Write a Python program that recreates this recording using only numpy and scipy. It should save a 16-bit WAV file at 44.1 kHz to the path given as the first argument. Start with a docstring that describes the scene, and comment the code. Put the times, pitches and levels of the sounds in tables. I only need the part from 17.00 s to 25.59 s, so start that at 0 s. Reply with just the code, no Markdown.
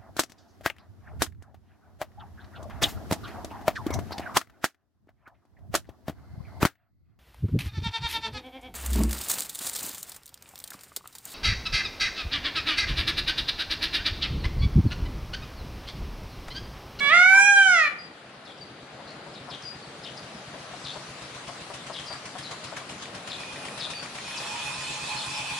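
"""A peacock screams once in a walled garden, over a soft noise bed and a slow one-cylinder engine.
The scream is a stack of partials shaped by windpipe, mouth and throat; the engine chugs closer with
thumps, puffs and clanks. A hen clucks in pulsed resonances; a sparrow chirps and whistles in swept sines.
At last the engine's metalwork rattles and squeals in wandering modes, with a brief thin hiss on top.
The recorder's gain control ducks under the scream and creeps back."""
import sys
import numpy as np
from scipy import signal
from scipy.io import wavfile
from scipy.ndimage import uniform_filter1d

SR = 44100
rng = np.random.default_rng(int(sys.argv[2]) if len(sys.argv) > 2 else 0)


def dump(signal):
    """Clip the signal to [-1, 1] and save it as 16-bit WAV at the path in sys.argv[1]."""
    limited = np.clip(np.atleast_2d(signal).T, -1, 1)
    pcm = np.round(limited * 32767).astype(np.int16)
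    wavfile.write(sys.argv[1], SR, pcm)


N = 378819
T = np.arange(N) / SR


def gain_of(db):
    """Turns decibels into an amplitude factor."""
    return 10 ** (np.asarray(db) / 20)


def evened(x):
    """Brings a signal to rms 1."""
    return x / np.sqrt(np.mean(x ** 2) + 1e-20)


def read(points, hz):
    """Reads a (frequency, value) curve on a logarithmic frequency axis."""
    f, value = np.transpose(points)
    return np.interp(np.log(hz + 1), np.log(f + 1), value)


def curves(rows, t):
    """Draws straight lines through each column of a timed table."""
    s, *columns = np.transpose(rows)
    return [np.interp(t, s, c) for c in columns]


def add(mix, s, sound):
    """Mixes a sound in at s seconds, cut off at the end of the mix."""
    part = mix[round(s * SR):][:len(sound)]
    part += sound[:len(part)]


def pan(x, left_db):
    """Places a sound by level: left_db is left minus right."""
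    return x * gain_of([[left_db / 2], [-left_db / 2]])


def high_pass(x, hz):
    """Third-order roll-off of the lows."""
    return signal.sosfilt(signal.butter(3, hz, "high", fs=SR, output="sos"), x)


def resonate(x, hz, width):
    """Shifts hz down to zero, smooths, and shifts back: a resonance of gain 1."""
    turn = np.exp(2j * np.pi * hz * np.arange(x.shape[-1]) / SR)
    r = np.exp(-np.pi * abs(width) / SR)
    return 2 * (turn * signal.lfilter([1 - r], [1, -r], x / turn)).real


# stereo likeness of the noise layers: (pitch_hz, likeness from -1 to 1)
LIKENESS = [(60, 1), (170, 1), (480, 0.9), (1350, 0.47), (3810, 0.16), (10700, -0.18)]
# stereo lean of the noise layers: (pitch_hz, left_minus_right_db)
STEREO_LEAN = [(60, 6), (170, -0.5), (480, 2.5), (1350, 3), (3810, 2.5), (10700, 2.0)]


def wash(spectrum, patchy_db, size=N):
    """Stereo noise of a given colour with patches drifting over time and frequency, rms 1."""
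    frames, hz = size // 128 + 5, np.fft.rfftfreq(512, 1 / SR)
    a, b, c, d, patches = rng.standard_normal((frames, 257, 5)).T
    patches = evened(uniform_filter1d(uniform_filter1d(patches, 8, 0), 24, 1))
    same = np.clip(read(LIKENESS, hz), -1, 1)[:, None]
    left = a + 1j * b
    right = same * left + np.sqrt(1 - same ** 2) * (c + 1j * d)
    lean = gain_of(read(STEREO_LEAN, hz) / 2)[:, None]
    z = np.array([left * lean, right / lean])
    z *= gain_of(read(spectrum, hz)[:, None] + patchy_db * patches)
    noise = signal.istft(z, nperseg=512, noverlap=384)[1][:, :size]
    return evened(high_pass(noise, 84))


# wall echoes, relative to the echo send: (delay_s, left_db, right_db)
WALL_ECHOES = [(.009, -5.5, -33), (.021, -2, -17), (.034, -0.5, -18.5), (.052, -0.5, -8.5)]
# dying time of the yard's tail: (pitch_hz, t60_s)
YARD_DECAY = [(300, 0.57), (1500, 0.58), (3000, 0.58), (8000, 0.17)]


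def yard(x, echo_db, tail_db):
    """A few wall echoes, plus sparse taps of random sign with each band dying at its own speed."""
    taps = np.zeros((2, 30000))
    at = np.arange(900, 29980, 20) + rng.integers(0, 20, (2, 1454))
    np.put_along_axis(taps, at, rng.choice([-1., 1.], at.shape), 1)
    hz, t, z = signal.stft(taps, SR, nperseg=256)
    fading = gain_of(-60 * t / read(YARD_DECAY, hz)[:, None])
    tail = signal.istft(z * fading, SR, nperseg=256)[1]
    tail *= gain_of(tail_db) / np.linalg.norm(tail[0])
    for s, left_db, right_db in WALL_ECHOES:
        tail[:, round(s * SR)] += gain_of(echo_db + np.array([left_db, right_db]))
    return signal.oaconvolve(x[None], tail, axes=1)[:, :N]


MOUTH_DB, MOUTH_WIDTH_HZ = -6, 202
SHUT_HZ, SHUT, OPENS_PER_HZ = 565, 0.37, 0.0021  # the beak opens with pitch and scales the throat
NASAL_HZ, NASAL_WIDTH_HZ, NASAL_DB, NASAL_FADE_HZ = 3530, 500, -14, 40  # rings while the pitch is low
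CATCH_DB, CATCH_S = 5, .02  # the pitch shake comes in short catches
# course of the scream, levels before the mix, shake before its catches:
# (start_s, pitch_hz, effort_db, mouth_hz, level_db of the partials above the sixth, shake_cycles)
SCREAM_COURSE = [(0.0, 564, -29, 2100, -64, 0.0026), (0.088, 567.7, -18.5, 2280, -44.5, .003),
                 (0.118, 639.5, -15.5, 2100, -52, .008), (0.146, 691.6, -15.5, 1950, -40.5, 0.0048),
                 (0.296, 757, -18.5, 2250, -43.5, 0.004), (0.406, 796.4, -17, 2270, -30.5, .003),
                 (0.474, 809.8, -16.5, 2400, -31.5, .0008), (0.58, 794.2, -14.5, 2970, -37.5, .0008),
                 (0.646, 771.7, -18.5, 2965, -37.5, 0.0022), (0.728, 721, -14, 2370, -34.5, .007),
                 (0.822, 623, -16.5, 1880, -39, 0.0073), (0.89, 567, -19.5, 2310, -45, .025)]
# throat resonances at beak scale 1: (pitch_hz, width_hz, relative level_db)
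THROAT_RESONANCES = [(4000, 550, -2), (6970, 2100, 6), (8300, 2350, -11)]
# windpipe colour of the low partials: (pitch_hz, level_db)
WINDPIPE_COLOUR = [(570, -29.5), (650, -22.5), (790, -14), (1140, -16.5), (1320, -9.5), (1560, 1),
                   (1750, -14), (2350, -14), (3050, -26.5), (3420, -28.5), (3700, -28), (4900, -35.5)]


def peacock():
    """Low partials pass windpipe and moving mouth, upper ones the throat; shake smears them."""
    t = T[T < SCREAM_COURSE[-1][0]]
    hz, effort_db, mouth_hz, top_db, shake = curves(SCREAM_COURSE, t)
    beak = SHUT + OPENS_PER_HZ * (hz - SHUT_HZ)

    catches = evened(uniform_filter1d(rng.standard_normal(len(t)), round(CATCH_S * SR)))
    wobble = evened(uniform_filter1d(uniform_filter1d(rng.standard_normal(len(t)), 200), 200))
    turns = np.cumsum(hz) / SR + shake * gain_of(CATCH_DB * catches) * wobble

    partials = np.arange(1, 7)[:, None] * hz
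    mouth = gain_of(MOUTH_DB) / (1 + ((partials - mouth_hz) / MOUTH_WIDTH_HZ) ** 2) ** 2
    low = gain_of(effort_db) * (gain_of(read(WINDPIPE_COLOUR, partials)) + mouth)

    orders = np.arange(7, 19)[:, None]
    top = sum(gain_of(db) / (1 + ((orders * hz - f * beak) / width) ** 2)
              for f, width, db in THROAT_RESONANCES)
    # the strength of each partial from the fourth up wanders
    top *= gain_of(3 * evened(uniform_filter1d(rng.standard_normal(top.shape), 2500)))
    top *= gain_of(top_db) / np.sqrt((top ** 2).sum(0))
    low[3:] *= gain_of(3 * evened(uniform_filter1d(rng.standard_normal(low[3:].shape), 1500)))

    orders = np.arange(1, 19)[:, None]
    # follows the highest pitch so far, so the nasal ring does not return
    shut = np.exp(-np.maximum(np.maximum.accumulate(hz) - SHUT_HZ, 0) / NASAL_FADE_HZ)
    nasal_shape = 1 / (1 + ((orders * hz - NASAL_HZ) / NASAL_WIDTH_HZ) ** 2) ** 2
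    nasal = gain_of(effort_db + NASAL_DB) * shut * nasal_shape
    waves = np.sin(2 * np.pi * orders * turns + orders ** 2)
    voice = np.sqrt(2) * ((np.vstack([low, top]) + nasal) * waves).sum(0)
    return np.pad(voice * signal.windows.tukey(len(t), .03), (0, N - len(t)))


FIRST_TURN = .804  # share of a turn already done at the start
PUFF_LEAD_S, PUFF_RISE_S, PUFF_FALL_S = 0.0081, 0.0025, .016  # the exhaust puff at each firing
CLANK_S, CLANK_LENGTH_S, CLANK_DB = 5.67, 2.4, -47  # the valve clank comes and goes
# engine speed: (start_s, firings_per_s)
ENGINE_SPEED = [(0, 8.976), (2, 8.691), (3.3, 8.291), (4.6, 7.651), (6.5, 7.972), (7.8, 8.028), (8.59, 8.3)]
# engine levels: (start_s, thump_db, roar_db between puffs, puff_db: change of the roar at a puff's peak)
ENGINE_LEVELS = [(0.0, -69, -41, -2), (1.0, -59, -49.5, -1), (1.79, -52, -50, 1.5), (3.95, -50, -42.5, 1.5),
                 (5.38, -53.5, -42.5, 10), (6.27, -54, -43.5, 9.5), (7.34, -54.5, -38.5, 4.5),
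                 (7.63, -47, -36.5, 0.5), (8.59, -47, -36, 1)]
# exhaust pipe modes: (pitch_hz, relative level_db, t60_s)
PIPE_MODES = [(134.6, 0, 0.25), (153, -8.5, 0.31), (266, -12, 0.3), (329.7, -9.5, 0.19), (585, -17, 0.31)]
# colour of the roar: (pitch_hz, relative level_db per Hz)
ROAR_COLOUR = [(15, -50), (25, -19), (141, 4.5), (212, -17), (267, -24), (362, -43), (588, -2), (907, -4.5),
               (1060, 1.5), (1360, -2), (1510, -2), (4070, -3), (11000, -15), (14300, -76), (22000, -120)]


def engine():
    """Each firing gives a low thump, a pipe ring, a puff in the roar and, in its time, a later clank."""
    speed = curves(ENGINE_SPEED, T)[0]
    count = FIRST_TURN + np.cumsum(speed) / SR
    thump_db, roar_db, puff_db = curves(ENGINE_LEVELS, T)
    turn = count.astype(int)
    firing = np.diff(turn, prepend=0)

    fired = firing * gain_of(1.2 * rng.standard_normal(100))[turn]
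    t = np.arange(9000) / SR
    push = np.sin(2 * np.pi * 75 * t) * (t / .007) * np.exp(-t / .007)
    pipe = sum(gain_of(db - 60 * t / t60) * np.sin(2 * np.pi * hz * t) for hz, db, t60 in PIPE_MODES)
    pipe *= 1 - np.exp(-t / 0.0043)
    thump = signal.oaconvolve(fired, high_pass(push + pipe, 42))[:N]
    thump = evened(np.roll(thump, -550))  # slightly ahead of the turn count

    from_puff = ((count + .5) % 1 - .5) / speed + PUFF_LEAD_S  # seconds from the puff's peak
    puff = np.exp(-abs(from_puff) / np.where(from_puff < 0, PUFF_RISE_S, PUFF_FALL_S))
    puff *= gain_of(2.2 * rng.standard_normal(100))[(count + .5).astype(int)]
    roar = wash(ROAR_COLOUR, patchy_db=2.0) * gain_of(roar_db) * (1 + (gain_of(puff_db) - 1) * puff)

    struck = firing * gain_of(2.5 * rng.standard_normal(100))[turn]
    struck = np.roll(struck, round(.024 * SR))
    clank = evened(resonate(struck, 1910, 72) + resonate(struck, 2330, 140))
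    clank *= gain_of(CLANK_DB) * np.sin(np.pi * np.clip((T - CLANK_S) / CLANK_LENGTH_S, 0, 1))
    return pan(gain_of(thump_db) * thump, 0.5) + roar + pan(clank, 2.1)


GARDEN_DB = -42
# colour of the garden noise: (pitch_hz, relative level_db per Hz)
GARDEN_COLOUR = [(15, -55), (25, -25), (59, -48), (145, 3.5), (412, -2), (492, 0.5), (778, -0.5), (954, -6),
                 (1300, -3.5), (2510, -9.5), (4990, -14), (5530, -108), (11000, -27), (14300, -67),
                 (22000, -120)]
# slow drift of the garden noise: (start_s, level_db)
GARDEN_SWELL = [(0, 0.5), (1.2, 1), (2.2, 2.5), (3.2, 1), (4.5, -1.5), (6.5, 1.5), (8.59, -2.5)]


def garden():
    """Soft coloured stereo noise whose level drifts slowly."""
    noise = gain_of(GARDEN_DB) * wash(GARDEN_COLOUR, patchy_db=1.13)
    return noise * gain_of(curves(GARDEN_SWELL, T)[0])


WHINE_S, WHINE_LENGTH_S, WHINE_HZ, WHINE_ARCH_HZ, WHINE_DB = .3, 0.177, 903, 89, -29
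CLUCK_HZ, CLUCK_GAP_S, CLUCK_FADE = 679, .0052, 0.78  # pitch and gaps vary a little by chance
# clucks, peak level before the mix: (start_s, level_db)
CLUCK_TIMES = [(0.561, -29), (1.994, -31.5), (2.263, -30.5), (2.482, -25.5), (3.539, -31), (3.735, -29),
               (3.956, -28.5), (4.487, -28.5), (4.701, -28), (4.898, -25), (5.104, -28.5), (5.352, -26.5),
               (5.721, -27)]


def hen():
    """A thin arched whine, then clucks: five soft pulses, second strongest, into mouth resonances."""
    out = np.zeros(N)
    arch = np.sin(np.pi * np.arange(0, WHINE_LENGTH_S, 1 / SR) / WHINE_LENGTH_S)
    whine = arch ** 2 * np.sin(2 * np.pi * np.cumsum(WHINE_HZ + WHINE_ARCH_HZ * arch) / SR)
    add(out, WHINE_S, gain_of(WHINE_DB) * whine)
    for (s, db), chance in zip(CLUCK_TIMES, rng.uniform(-1.06, 1, (len(CLUCK_TIMES), 6))):
        pulses, hz = np.zeros(3000), CLUCK_HZ * (1 + 0.064 * chance[0])
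        gaps = CLUCK_GAP_S * (1 + .1 * chance[1:])
        at = ((np.cumsum(gaps) - gaps[0]) * SR).astype(int) + 60
        pulses[at] = CLUCK_FADE ** abs(np.arange(5) - 1)
        pulses = uniform_filter1d(pulses, 14)
        cluck = resonate(pulses, hz, 72)
        cluck += 0.44 * resonate(pulses, 1.367 * hz, 220)
        cluck += 0.05 * resonate(pulses, 1240, 400)
        add(out, s, gain_of(db) * cluck / abs(cluck).max())
    return out


HOOK_S, HOOK_RISE_HZ = 0.012, 489  # a chirp's opening hook slides up to its top note
SWOOP_S, SWOOP_FALL_S = .03, .009  # then it swoops again and again
SECOND_S, SECOND_DB = .009, 2  # the second voice of a chirp lags and is louder
CHIRP_HZ, CHIRP_RASP_HZ = 5250, 400  # top note of the hook, and rasp
WHISTLE_DROP_HZ, WHISTLE_RASP_HZ = 248, 40
# falling chirps, levels before the mix: (start_s, level_db, length_s, pitch_hz fallen towards)
FALLING_CHIRPS = [(1.442, -47.5, 0.087, 3190), (2.328, -49, 0.058, 3490), (2.491, -40.5, 0.071, 2965),
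                  (3.025, -41.5, 0.071, 2775), (3.829, -41, 0.095, 3330), (4.921, -41, 0.085, 2970),
                  (5.416, -44, 0.069, 3760), (6.287, -40.5, 0.083, 3240), (6.787, -36.5, 0.083, 3364),
                  (8.168, -41, .09, 3294)]
# rising chirps: (start_s, level_db, length_s)
RISING_CHIRPS = [(2.064, -45.5, 0.068), (3.906, -43, 0.049)]
# short high tsips: (start_s, level_db, length_s)
HIGH_TSIPS = [(1.575, -52, 0.017), (2.62, -46, .03), (3.166, -44.5, 0.034), (5.056, -45, .04),
              (7.366, -37, 0.033)]
# nearly level whistles: (start_s, level_db, length_s, pitch_hz settled towards)
LEVEL_WHISTLES = [(0.981, -36, 0.054, 4800), (1.607, -36, 0.035, 4610), (2.645, -33, 0.061, 4805),
                  (2.821, -46, 0.038, 4460), (5.072, -37, 0.076, 4690), (6.942, -35, 0.071, 4560),
                  (8.157, -33.5, 0.045, 4150), (8.338, -40.5, 0.064, 4740)]
# sweep of a rising chirp: (start_hz, towards_hz, rasp_hz)
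RISE_SWEEP = (4200, 4400, 470)
# sweep of a tsip: (start_hz, towards_hz, rasp_hz)
TSIP_SWEEP = (5900, 4750, 610)


def sparrow():
    """Sines tumble in quick broken swoops or whistle almost level; rasp shakes pitch and strength."""
    out = np.zeros(N)
    shaking = evened(resonate(rng.standard_normal((2, N)), 244, 327))
    chirps = [*FALLING_CHIRPS]
    chirps += [(s + SECOND_S, db + SECOND_DB, length, hz) for s, db, length, hz in FALLING_CHIRPS]
    notes = [(s, db, length, CHIRP_HZ, hz, CHIRP_RASP_HZ, HOOK_S) for s, db, length, hz in chirps]
    notes += [(*row, *RISE_SWEEP, 0) for row in RISING_CHIRPS]
    notes += [(*row, *TSIP_SWEEP, 0) for row in HIGH_TSIPS]
    notes += [(s, db, length, hz + WHISTLE_DROP_HZ, hz, WHISTLE_RASP_HZ, 0)
              for s, db, length, hz in LEVEL_WHISTLES]
    for s, db, length, start_hz, towards_hz, rasp, hook in notes:
        t = np.arange(0, length, 1 / SR)
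        after = np.maximum(t - hook, 0)
        pitch_shake, level_shake = rasp * (t >= hook) * shaking[:, round(s * SR):][:, :len(t)]
        swoops = .15 + .85 * np.exp(-(after % SWOOP_S) / SWOOP_FALL_S)
        swoops *= np.exp(-after / (.6 * length))
        hz = towards_hz + (start_hz - towards_hz) * swoops
        hz -= HOOK_RISE_HZ * np.maximum(hook - t, 0) / HOOK_S
        hz += pitch_shake * np.exp(-t / (1.05 * length))  # the end is clearer
        hz = uniform_filter1d(hz, 60)
        size = gain_of(db + level_shake / 90) * signal.windows.tukey(len(t), .4)
        add(out, s, size * np.sin(2 * np.pi * np.cumsum(hz) / SR))
    return out


# colour of the rattle: (pitch_hz, relative level_db per Hz)
RATTLE_COLOUR = [(180, -45), (300, -60), (787, -32), (849, 0.5), (1200, -5.5), (2130, -9), (2510, 8.5),
                 (2830, -4.5), (3400, 2.5), (5180, -6.5), (11000, -7.5), (14300, -54), (22000, -120)]
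# squealing modes of the metalwork: (pitch_hz, relative level_db)
METAL_MODES = [(850.6, -50), (947.5, -53), (1039, -52), (1750, -61), (2466, -45), (2600, -49), (2993, -54),
               (3278, -57), (3386, -57), (3523, -57), (3591, -55), (4086, -61), (4215, -54), (4495, -57),
               (4743, -63), (4904, -61), (5297, -54), (5712, -65), (6029, -59), (6595, -60), (6708, -63),
               (7117, -62), (7300, -61), (7720, -69), (8027, -67), (8403, -59), (8500, -64), (9028, -69),
               (9835, -68)]
# rubbing pressure: (start_s, level_db)
RUBBING = [(6.0, -42), (6.4, -7), (7.15, -11), (7.28, -1.5), (7.5, 2), (7.8, 2), (8.2, 3), (8.59, 2.5)]


def squeal():
    """Rubbing metal: narrow modes of wandering size and phase catch and let go over a broad rattle."""
    t = T[T > RUBBING[0][0]]
    slow = t[::64]
    out = gain_of(-38.5) * wash(RATTLE_COLOUR, patchy_db=-4.0, size=len(t))
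    pressure_db, top_db = curves(RUBBING, slow)[0], max(db for hz, db in METAL_MODES)
    for hz, db in METAL_MODES:
        a, b, c, d, grip = rng.standard_normal((5, len(slow)))
        r = np.exp(-np.pi * (8 + .0015 * hz) * 64 / SR)  # higher modes wander faster
        wander = signal.lfilter([1], [1, -.8 * r], [a, b, c + 1.36 * a, d + 1.05 * b])
        wander = evened(signal.lfilter([1], [1, -r], wander))
        wander *= gain_of(db + 3.5 + 2 * evened(uniform_filter1d(grip, 120)))
        # light rubbing favours the strongest modes
        wander *= gain_of(.06 * (top_db - db) * (pressure_db - pressure_db.max()))
        a, b, c, d = (np.interp(t, slow, w) for w in wander)
        sine, cosine = np.sin(2 * np.pi * hz * t), np.cos(2 * np.pi * hz * t)
        out += [a * sine + b * cosine, c * sine + d * cosine]
    out = pan(out, -2.0) * gain_of(curves(RUBBING, t)[0])
    return np.pad(out, ((0, 0), (N - len(t), 0)))


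SHRILL_S, SHRILL_LENGTH_S, SHRILL_DB = 6.4, .6, -55
SHRILL_HZ, SHRILL_WIDTH_HZ = 9200, 350  # width of each of two passes


def shrill():
    """A thin hiss high above the engine: twice-resonated noise that swells and fades."""
    out = np.zeros((N, 2))
    hiss = rng.standard_normal((2, round(SHRILL_LENGTH_S * SR)))
    hiss = resonate(hiss, SHRILL_HZ, SHRILL_WIDTH_HZ)
    hiss = evened(resonate(hiss, SHRILL_HZ, SHRILL_WIDTH_HZ))
    hiss *= gain_of(SHRILL_DB) * signal.windows.tukey(hiss.shape[1], .5)
    add(out, SHRILL_S, hiss.T)
    return out.T


def scene():
    """Places the birds in the yard and mixes them with engine, metalwork and garden noise."""
    cry, cluck, song = peacock(), hen(), sparrow()
    near = pan(cry, -6.0) * gain_of(5.5)
    near[0] = np.roll(near[0], 3)  # from the right: the left port hears it later
    near += yard(cry, echo_db=-2, tail_db=-10.0)
    hen_left = pan(cluck, 7.6) + yard(cluck, echo_db=-9, tail_db=-26.5)
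    sparrow_left = pan(song, 6.0) + yard(song, echo_db=-9, tail_db=-12)
    return near + engine() + garden() + hen_left + sparrow_left + squeal() + shrill()


EDGE_HZ = 11080


def record(dry):
    """Slow gain control sinks under loud sound and creeps back; then the band limit."""
    power_db = 10 * np.log10(abs(uniform_filter1d((dry ** 2).mean(0), 2000)) + 1e-12)
    rise = T * 10.2  # the held level falls this many dB a second
    held_db = np.maximum.accumulate(power_db + rise) - rise
    over_db = np.maximum(held_db + 47.0, 0)
    r = np.exp(-1 / (.35 * SR))
    ducked = dry / gain_of(0.18 * signal.lfilter([1 - r], [1, -r], over_db))
    band_limit = signal.firwin(1023, EDGE_HZ, window=("kaiser", 11), fs=SR)
    return signal.oaconvolve(ducked, band_limit[None], "same")


dry = scene()
out = record(dry)
dump(out)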